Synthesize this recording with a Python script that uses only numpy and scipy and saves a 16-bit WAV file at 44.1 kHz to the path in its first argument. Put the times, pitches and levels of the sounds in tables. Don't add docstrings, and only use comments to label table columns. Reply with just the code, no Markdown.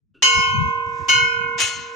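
import sys
import numpy as np
from scipy import signal
from scipy.io import wavfile
from scipy.ndimage import uniform_filter1d, minimum_filter1d

SR = 44100
rng = np.random.default_rng(int(sys.argv[2]) if len(sys.argv) > 2 else 0)


def voltage_ratio(decibels):
    exponent = np.asarray(decibels, float) / 20
    return 10 ** exponent


def digitize_waveform(pressure):
    field = np.atleast_2d(pressure).T
    bounded = np.clip(field, -1, 1)
    quanta = np.round(bounded * 32767).astype(np.int16)
    wavfile.write(sys.argv[1], SR, quanta)


N = 85995

BLOW_S = [
    .2228,
    1.0838,
]
# (frequency [Hz], left-right [dB])
RATTLE_PAN = [(1000, -5.5), (2800, 8.5), (4300, 10), (5500, 12), (6500, -9)]


def rms_one(x):
    return x / np.sqrt(np.mean(x ** 2) + 1e-20)


def in_time(rows):
    s, *columns = np.transpose(rows)
    return [np.interp(np.arange(N) / SR, s, c) for c in columns]


def at_hz(points, hz):
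    point_hz, values = np.transpose(points)
    return np.interp(np.log(hz), np.log(point_hz), values)


def drift(rate_per_s):
    r = np.exp(-80 * np.pi * rate_per_s / SR)
    white = rng.standard_normal(N // 40 + 2002)
    slow = signal.lfilter([1], [1, -2 * r, r * r], white)[2000:]
    return np.interp(np.arange(N) / 40, np.arange(len(slow)), rms_one(slow))


def ring(force, hz, t60_s):
    pole = voltage_ratio(-60 / (t60_s * SR)) * np.exp(2j * np.pi * hz / SR)
    return signal.lfilter([1], [1, -pole], force + 1e-18)


def ports(z, lead_rad, pan_db):
    turn = np.exp(.5j * lead_rad)
    return np.array([(z * turn).imag * voltage_ratio(pan_db / 2), (z / turn).imag * voltage_ratio(-pan_db / 2)])


def bands(white, spectrum, shape):
    low_end_hz, high_end_hz = spectrum[0][0], spectrum[-1][0]
    out, edges_hz = 0, 20 * 2 ** np.arange(0, 10, .5)
    for low, high in zip(edges_hz, np.append(edges_hz[1:], 17000)):
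        hz = np.sqrt(low * high)
        if low_end_hz * .8 < hz < high_end_hz * 1.1:
            sos = signal.butter(3, [low, high], "band", fs=SR, output="sos")
            out = out + voltage_ratio(at_hz(spectrum, hz)) * shape(hz) * signal.sosfilt(sos, white)
    power = [voltage_ratio(at_hz(spectrum, hz)) ** 2 for hz in np.linspace(low_end_hz, high_end_hz, num=400)]
    return out / np.sqrt(np.mean(power) * high_end_hz * 2 / SR)


def stereo_noise():
    alike = .6
    mid, side = rng.standard_normal((2, N))
    return (np.sqrt(1 + alike) * mid + np.sqrt(1 - alike) * side * [[1], [-1]]) / np.sqrt(2)


def wind():
    # (time [s], level [dB], left-right [dB])
    gust = [(0.0, -73.5, -1), (0.286, -70, 8), (0.396, -23.5, 37), (0.422, -42.5, 10.5), (0.656, -30, 24.5),
            (0.754, -50, 0), (0.988, -46, 10.5), (1.02, -34, -35), (1.074, -51.5, 3), (1.248, -41.5, 12.5),
            (1.682, -48.5, -11.5), (1.818, -40, 13), (1.95, -69, -10)]
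    # (frequency [Hz], density [dB per Hz])
    colour = [(12, -57), (20, -30), (87, 5.5), (140, 2.5), (225, -7), (283, -11), (420, -27), (550, -47.5),
              (920, -120)]
    db, pan_db = in_time(gust)
    share = voltage_ratio(np.array([pan_db, -pan_db]) / 2)
    share = share / np.sqrt(np.sum(share ** 2, axis=0))
    lumps = bands(rng.standard_normal((2, N)), colour, lambda hz: voltage_ratio(6.86 * drift(11.5)))
    return lumps * voltage_ratio(db + 2.0) * share


def touch():
    # (frequency [Hz], level [dB], t60 [s])
    modes = [(352, -76, 0.052), (1425, -82, 0.037), (2750, -80, .03), (3300, -102, 0.036),
             (5950, -112, .04)]
    start_s, rise_s, length_s = .138, .014, .06
    since = np.arange(N) / SR - start_s
    envelope = np.clip(since / rise_s, 0, 1) * np.exp(-np.maximum(since, 0) / length_s)
    rub = rng.standard_normal(N) * envelope
    return sum(voltage_ratio(db) * ring(rub, hz, t60_s).imag for hz, db, t60_s in modes)


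def partial(hz, levels_db, t60_s, swell_s):
    out = np.zeros((2, N), complex)
    for row, s, db in zip(range(2), BLOW_S, levels_db):
        start = int(s * SR)
        since = np.arange(min(N - start, int(1.5 * t60_s * SR))) / SR
        decaying = np.exp((2j * np.pi * hz - np.log(1000) / t60_s) * since)
        out[row, start:][:len(since)] = voltage_ratio(db) * (1 - np.exp(-since / swell_s)) * decaying
    return out


def named_partials():
    rim_hz = [467.5, 468.97, 1015.79, 1016.28, 1055.79, 1058.61, 1450.31, 1452.02, 1493.64, 1495.23,
              2173.96, 2174.52, 2177.49, 2183.35]
    waist_hz = [2509.76, 2555.31, 2855.1, 2855.27, 2887.34, 2891.36, 3036.29, 3039.22, 3047.02, 3105.5,
                3550.52, 4046.81, 4051.18, 4207.74]
    shoulder_hz = [4208.49, 4253.2, 4524.49, 4537.9, 5194.11, 5194.65, 5198.19, 5407.64, 5830.5, 6232.5,
                   6237.87, 6473.9, 6453.13, 6691.5]
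    # (first blow [dB], second blow [dB], t60 [s], left-right
    # [dB], left port's lead [rad])
    partials = [(-35.5, -48.5, 17.3, 0.8, 0.84), (-42.5, -36.5, 27, -1.5, 0.12), (-24, -26.5, 4.34, -13.5, 6.5),
                (-19, -50, 1.82, -7, 0.36), (-34.5, -31.5, 5.2, -5, 0.8), (-19, -29.5, 5.98, -5.5, -6),
                (-21, -31.5, 2.64, 1.5, -3.5), (-30.5, -18.5, 1.72, 13, 3.5), (-31.5, -25, 1.94, 6, 3.5),
                (-26, -29.5, 4.3, -10, -3), (-19, -21.5, 2.1, 4.5, 1.32), (-18.5, -36.21, 1.28, -17.5, -2.5),
                (-17, -17.5, 0.88, 4.5, 6), (-72.5, -18.05, 0.82, -3, 6),
                (-29, -29, 0.64, 8, -0.4), (-45.5, -32.5, 1, 0.5, 5.5), (-6, -12, 0.15, 5, 4.5),
             (-11, -20.5, 0.6, 3.5, -2.2), (-36.5, -34, 1.7, 9, 3.5), (-22.5, -22, 0.53, 15.5, 0.3),
             (-16, -42.5, 1.14, 7.5, -2.5), (-16, -16.5, 0.72, 17.5, -0.13), (-16.5, -54.5, 0.45, -2, 3),
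             (-30, -35.5, 1.04, 5, 6.5), (-38.5, -43.5, 0.77, 1, 1), (-28.5, -34.05, 0.72, 7, 1.1),
             (-39, -30, 0.48, 3.5, 3.5), (-25, -30.5, 0.58, 4.5, -1.5),
                (-24.52, -37, 0.17, 13.5, -6), (-35.5, -46, 0.94, 6, 2.04), (-42, -60, 0.95, -16.5, -5),
                (-29, -42.5, 0.72, -1, 2), (-9.5, -14, 0.42, -10, 2), (-5.5, -10.5, 0.29, -5, -4.5),
                (-19.5, -28, 0.53, -2.31, 1.5), (-37, -38.5, 0.49, -2, -3.5), (-29.5, -31.5, 0.38, -6, 0.1),
                (-24, -32.5, 0.5, -5, -1.3), (-37, -39.5, 0.73, -23, -2), (-36.5, -26.5, 0.43, 24.0, 4),
                (-19, -28, 0.55, -5, -0.1), (-32.5, -45, 0.95, 7.5, 3.4)]
    rim_turned = [23.5, -2, -9, -20.5, -1, -6, -5, -9.19, -15, -13, 1.5, 12, 7.5, 4]
    waist_turned = [0, 3.1, 4, 3.5, 11, 5.5, 22, 7.5, -1, 18, -3, 4, -9, 12.5]
    shoulder_turned = [4, 2.5, 20, 13.5, -3.5, -2, 8, 0, -4, -9, 12, -2, -5, -2]
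    swell_at_1khz_s = .029
    sway_db_per_khz, sway_per_s = .6, 7
    out, sway, below_hz = np.zeros((2, N)), 1, 0
    rows = zip(rim_hz + waist_hz + shoulder_hz, partials,
               rim_turned + waist_turned + shoulder_turned)
    for hz, (first_db, second_db, t60_s, pan_db, lead_rad), turned_db in rows:
        first, second = partial(hz, [first_db, second_db], t60_s, swell_at_1khz_s * 1000 / hz)
        if abs(hz - below_hz) >= 5:
            depth_db = sway_db_per_khz * max(hz - 1500, 0) / 1000
            sway = voltage_ratio([depth_db * drift(sway_per_s) for side in range(2)])
        below_hz = hz
        out += (ports(first, lead_rad, pan_db) + ports(second, lead_rad, turned_db)) * sway
    return out


def flickering(hz, levels_db, cycles):
    flicker = voltage_ratio([5.5 * drift(12) for side in range(2)])
    z = sum(partial(hz, levels_db, cycles / hz, 0.0081))
    return ports(z, rng.uniform(-4.5, 2.7), rng.normal(0, 4.5)) * flicker


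def crown():
    crown_hz = [6883, 6969, 7048, 7219, 7350, 7714, 7848, 8163, 8241, 8415, 8930, 9028, 9320, 9777, 10125,
                10541, 10870, 11270, 12342, 12500, 12755, 13170, 13530, 13861, 14168, 14425, 14655]
    # (first blow [dB], second blow [dB])
    levels = [(-45, -54.5), (-39.5, -44.5), (-41, -44.5), (-38, -63), (-49, -59.5), (-41.5, -47),
              (-41, -56.5), (-47, -65), (-51, -69), (-43, -49), (-54, -63), (-44.5, -54), (-44.5, -50.5),
              (-50, -62), (-43.5, -58.5), (-55, -70), (-61, -56.5), (-62, -56.5), (-66, -58.5),
              (-51.5, -69), (-60.5, -65.5), (-62, -64), (-68, -74), (-69.5, -70), (-66, -84), (-64, -79),
              (-66, -79)]
    out = np.zeros((2, N))
    for hz, db in zip(crown_hz, levels):
        lift_db = 6.5 if hz > 11000 else 0
        out += flickering(hz, np.array(db) + lift_db, 4740)
    return out


def weak_partials():
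    # (frequency [Hz], level [dB])
    spectrum = [(1500, -53), (2500, 5.5), (3600, -12.5), (5000, -8.5), (6500, 5.5), (8000, -18.5),
                (11000, -17), (15800, -19)]
    level_db, second_db, usual_cycles = -46.5, -9, 4040
    out = np.zeros((2, N))
    for u, a, b in rng.random((70, 3)):
        hz = 2300 + 5200 * u
        db = level_db + at_hz(spectrum, hz) + 10 * a
        cycles = usual_cycles * (.5 + rng.random())
        out += flickering(hz, [db, db + second_db + 12 * (b - .5)], cycles)
    return out


def clank():
    # (frequency [Hz], density [dB per Hz])
    colour = [(150, -11), (700, -9.5), (1500, -1.5), (3000, -4), (4300, -5), (6500, -8.5), (8000, -31.5),
              (15800, -47.5)]
    blow_db = [-22.5, -24.5]
    # (frequency [Hz], t60 [s])
    decay = [(300, .3), (2000, .2), (7000, .2), (9000, .06), (15000, .05)]
    t = np.arange(N) / SR

    def dying(hz):
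        t60_s = at_hz(decay, hz)
        return sum(voltage_ratio(db - 60 * (t - s) / t60_s) * (t > s) for s, db in zip(BLOW_S, blow_db))

    return bands(stereo_noise(), colour, dying)


def bell():
    return named_partials() + crown() + weak_partials() + clank()


def scuff():
    # (time [s], level [dB])
    level = [
        (0, -110),
        (.2, -100),
        (.24, -44.5),
        (.6, -56),
        (.85, -59),
        (.98, -47),
        (1.06, -47.5),
        (1.15, -47),
        (1.5, -66.5),
        (1.95, -49),
    ]
    # (frequency [Hz], density [dB per Hz])
    colour = [(300, 6.5), (700, 2), (1800, 4.5), (3000, -2.5), (4500, -8), (6500, -3), (8500, -16),
              (12000, -57.5)]
    level_db, = in_time(level)
    return bands(stereo_noise(), colour, lambda hz: voltage_ratio(level_db + 0.98 * drift(36.0)))


def rattle(on, late_s, knocks):
    # (frequency [Hz], density [dB per Hz])
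    colour = [(300, -12.5), (1100, -3), (2000, 3), (3100, 1.5), (4300, 0), (6500, 1.5), (7600, -30),
              (8300, -21.5)]
    dulling_db_per_s = 48

    def shape(hz):
        sides = voltage_ratio(0.27 * at_hz(RATTLE_PAN, hz) * np.array([[1], [-1]]))
        return on * sides * voltage_ratio(-dulling_db_per_s * late_s * hz / 8000)

    return bands(stereo_noise() + 0.5 * rms_one(knocks), colour, shape)


def shaken(on):
    rattled_hz = [1071, 2094, 2558, 3052, 3208, 4048, 5410, 6191, 6578, 7230, 8102, 9130]
    # (level [dB], t60 [s])
    shaken_modes = [(-9.5, 1), (-9.5, .4), (-6.5, 0.69), (-5.5, 0.48), (-4.5, 0.17), (-10.5, 0.3),
                    (-21, 0.34), (-1.5, 0.23), (5, 0.24), (-3, 0.064), (-16.5, 0.047), (-14.5, 0.063),
                    (-5.5, 0.5), (-8, 0.38), (-8, 0.28), (-21.5, 0.2), (-18.5, 0.4), (-7, 0.46),
                   (-5.5, 0.21), (-24, 0.1), (-16, 0.15), (-10, 0.27), (-14, 0.27), (-12, 0.31),
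                   (-12, 0.16), (-4, 0.077)]
    more_hz = [1453, 2178, 2198, 2762, 2808, 2858, 2994, 3549, 3912, 4259, 5206, 5710, 5943, 6818]
    lift_db, top_db = 1, -27
    out = np.zeros((2, N))
    for hz, (db, t60_s) in zip(rattled_hz + more_hz, shaken_modes):
        z = ring(on ** 2 / on.max() * rng.standard_normal(N), hz, t60_s)
        level_db = min(db + lift_db, 0) + top_db + 1.73 * drift(31.0)
        out += ports(z, rng.normal(0, 1), at_hz(RATTLE_PAN, hz)) * voltage_ratio(level_db)
    return out


def jingle(on, knocks):
    level_db, db_per_khz, cycles = -45, -3.6, 1100
    shake = on ** 3 / on.max() ** 2 * knocks
    out = np.zeros((2, N))
    for u, a, b in rng.random((36, 3)):
        hz = 7600 + 8000 * u
        z = ring(shake, hz, cycles / hz * (.5 + a))
        db = level_db + db_per_khz * (hz - 7600) / 1000 + 10 * b
        out += ports(z, 3.6 * (a - b), 10 * (b - .5)) * voltage_ratio(db)
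    return out


def third_blow():
    # (time [s], level [dB])
    clatter = [
        (1.562, -104),
        (1.582, -30),
        (1.605, -19.5),
        (1.64, -22.5),
        (1.7, -25.5),
        (1.8, -32.5),
        (1.95, -46.5),
    ]
    knocks_per_s = 3100
    level_db, = in_time(clatter)
    late_s = np.maximum(np.arange(N) / SR - clatter[2][0], 0)
    on = voltage_ratio(level_db) * (np.arange(N) > clatter[0][0] * SR)
    hits = rng.random(N) < knocks_per_s / SR
    strength = voltage_ratio(5.9 * np.minimum(rng.exponential(1, N), 5))
    knocks = hits * strength * rng.choice([-1, 1], N)
    return rattle(on, late_s, knocks) + shaken(on) + jingle(on, knocks)


def scene():
    return wind() + touch() + bell() + scuff() + third_blow()


def low_pass(x):
    return signal.sosfilt(signal.butter(12, 15800, fs=SR, output="sos"), x)


def record(dry):
    # (time [s], gain [dB])
    gain = [(.22, 4), (.26, 4), (.33, -0.5), (.7, 0.5), (1.08, -3), (1.1, 6), (1.3, 0), (1.57, 2.5),
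            (1.62, -4.5), (1.75, -7), (1.95, -0.5)]
    ceiling_db, release_db_per_s = -2.2, 60
    gain_db, = in_time(gain)
    x = dry * voltage_ratio(gain_db)
    over_db = np.maximum(20 * np.log10(abs(x).max(axis=0) + 1e-9) - ceiling_db, 0)
    ramp_db = release_db_per_s * np.arange(N) / SR
    held_db = -minimum_filter1d(ramp_db - np.maximum.accumulate(over_db + ramp_db), size=129)
    x = x * voltage_ratio(-uniform_filter1d(held_db, size=129))
    top_cut = signal.cheby2(12, 70, 16100, fs=SR, output="sos")
    return low_pass(signal.sosfilt(top_cut, x))


dry = scene()
out = record(dry)
digitize_waveform(out)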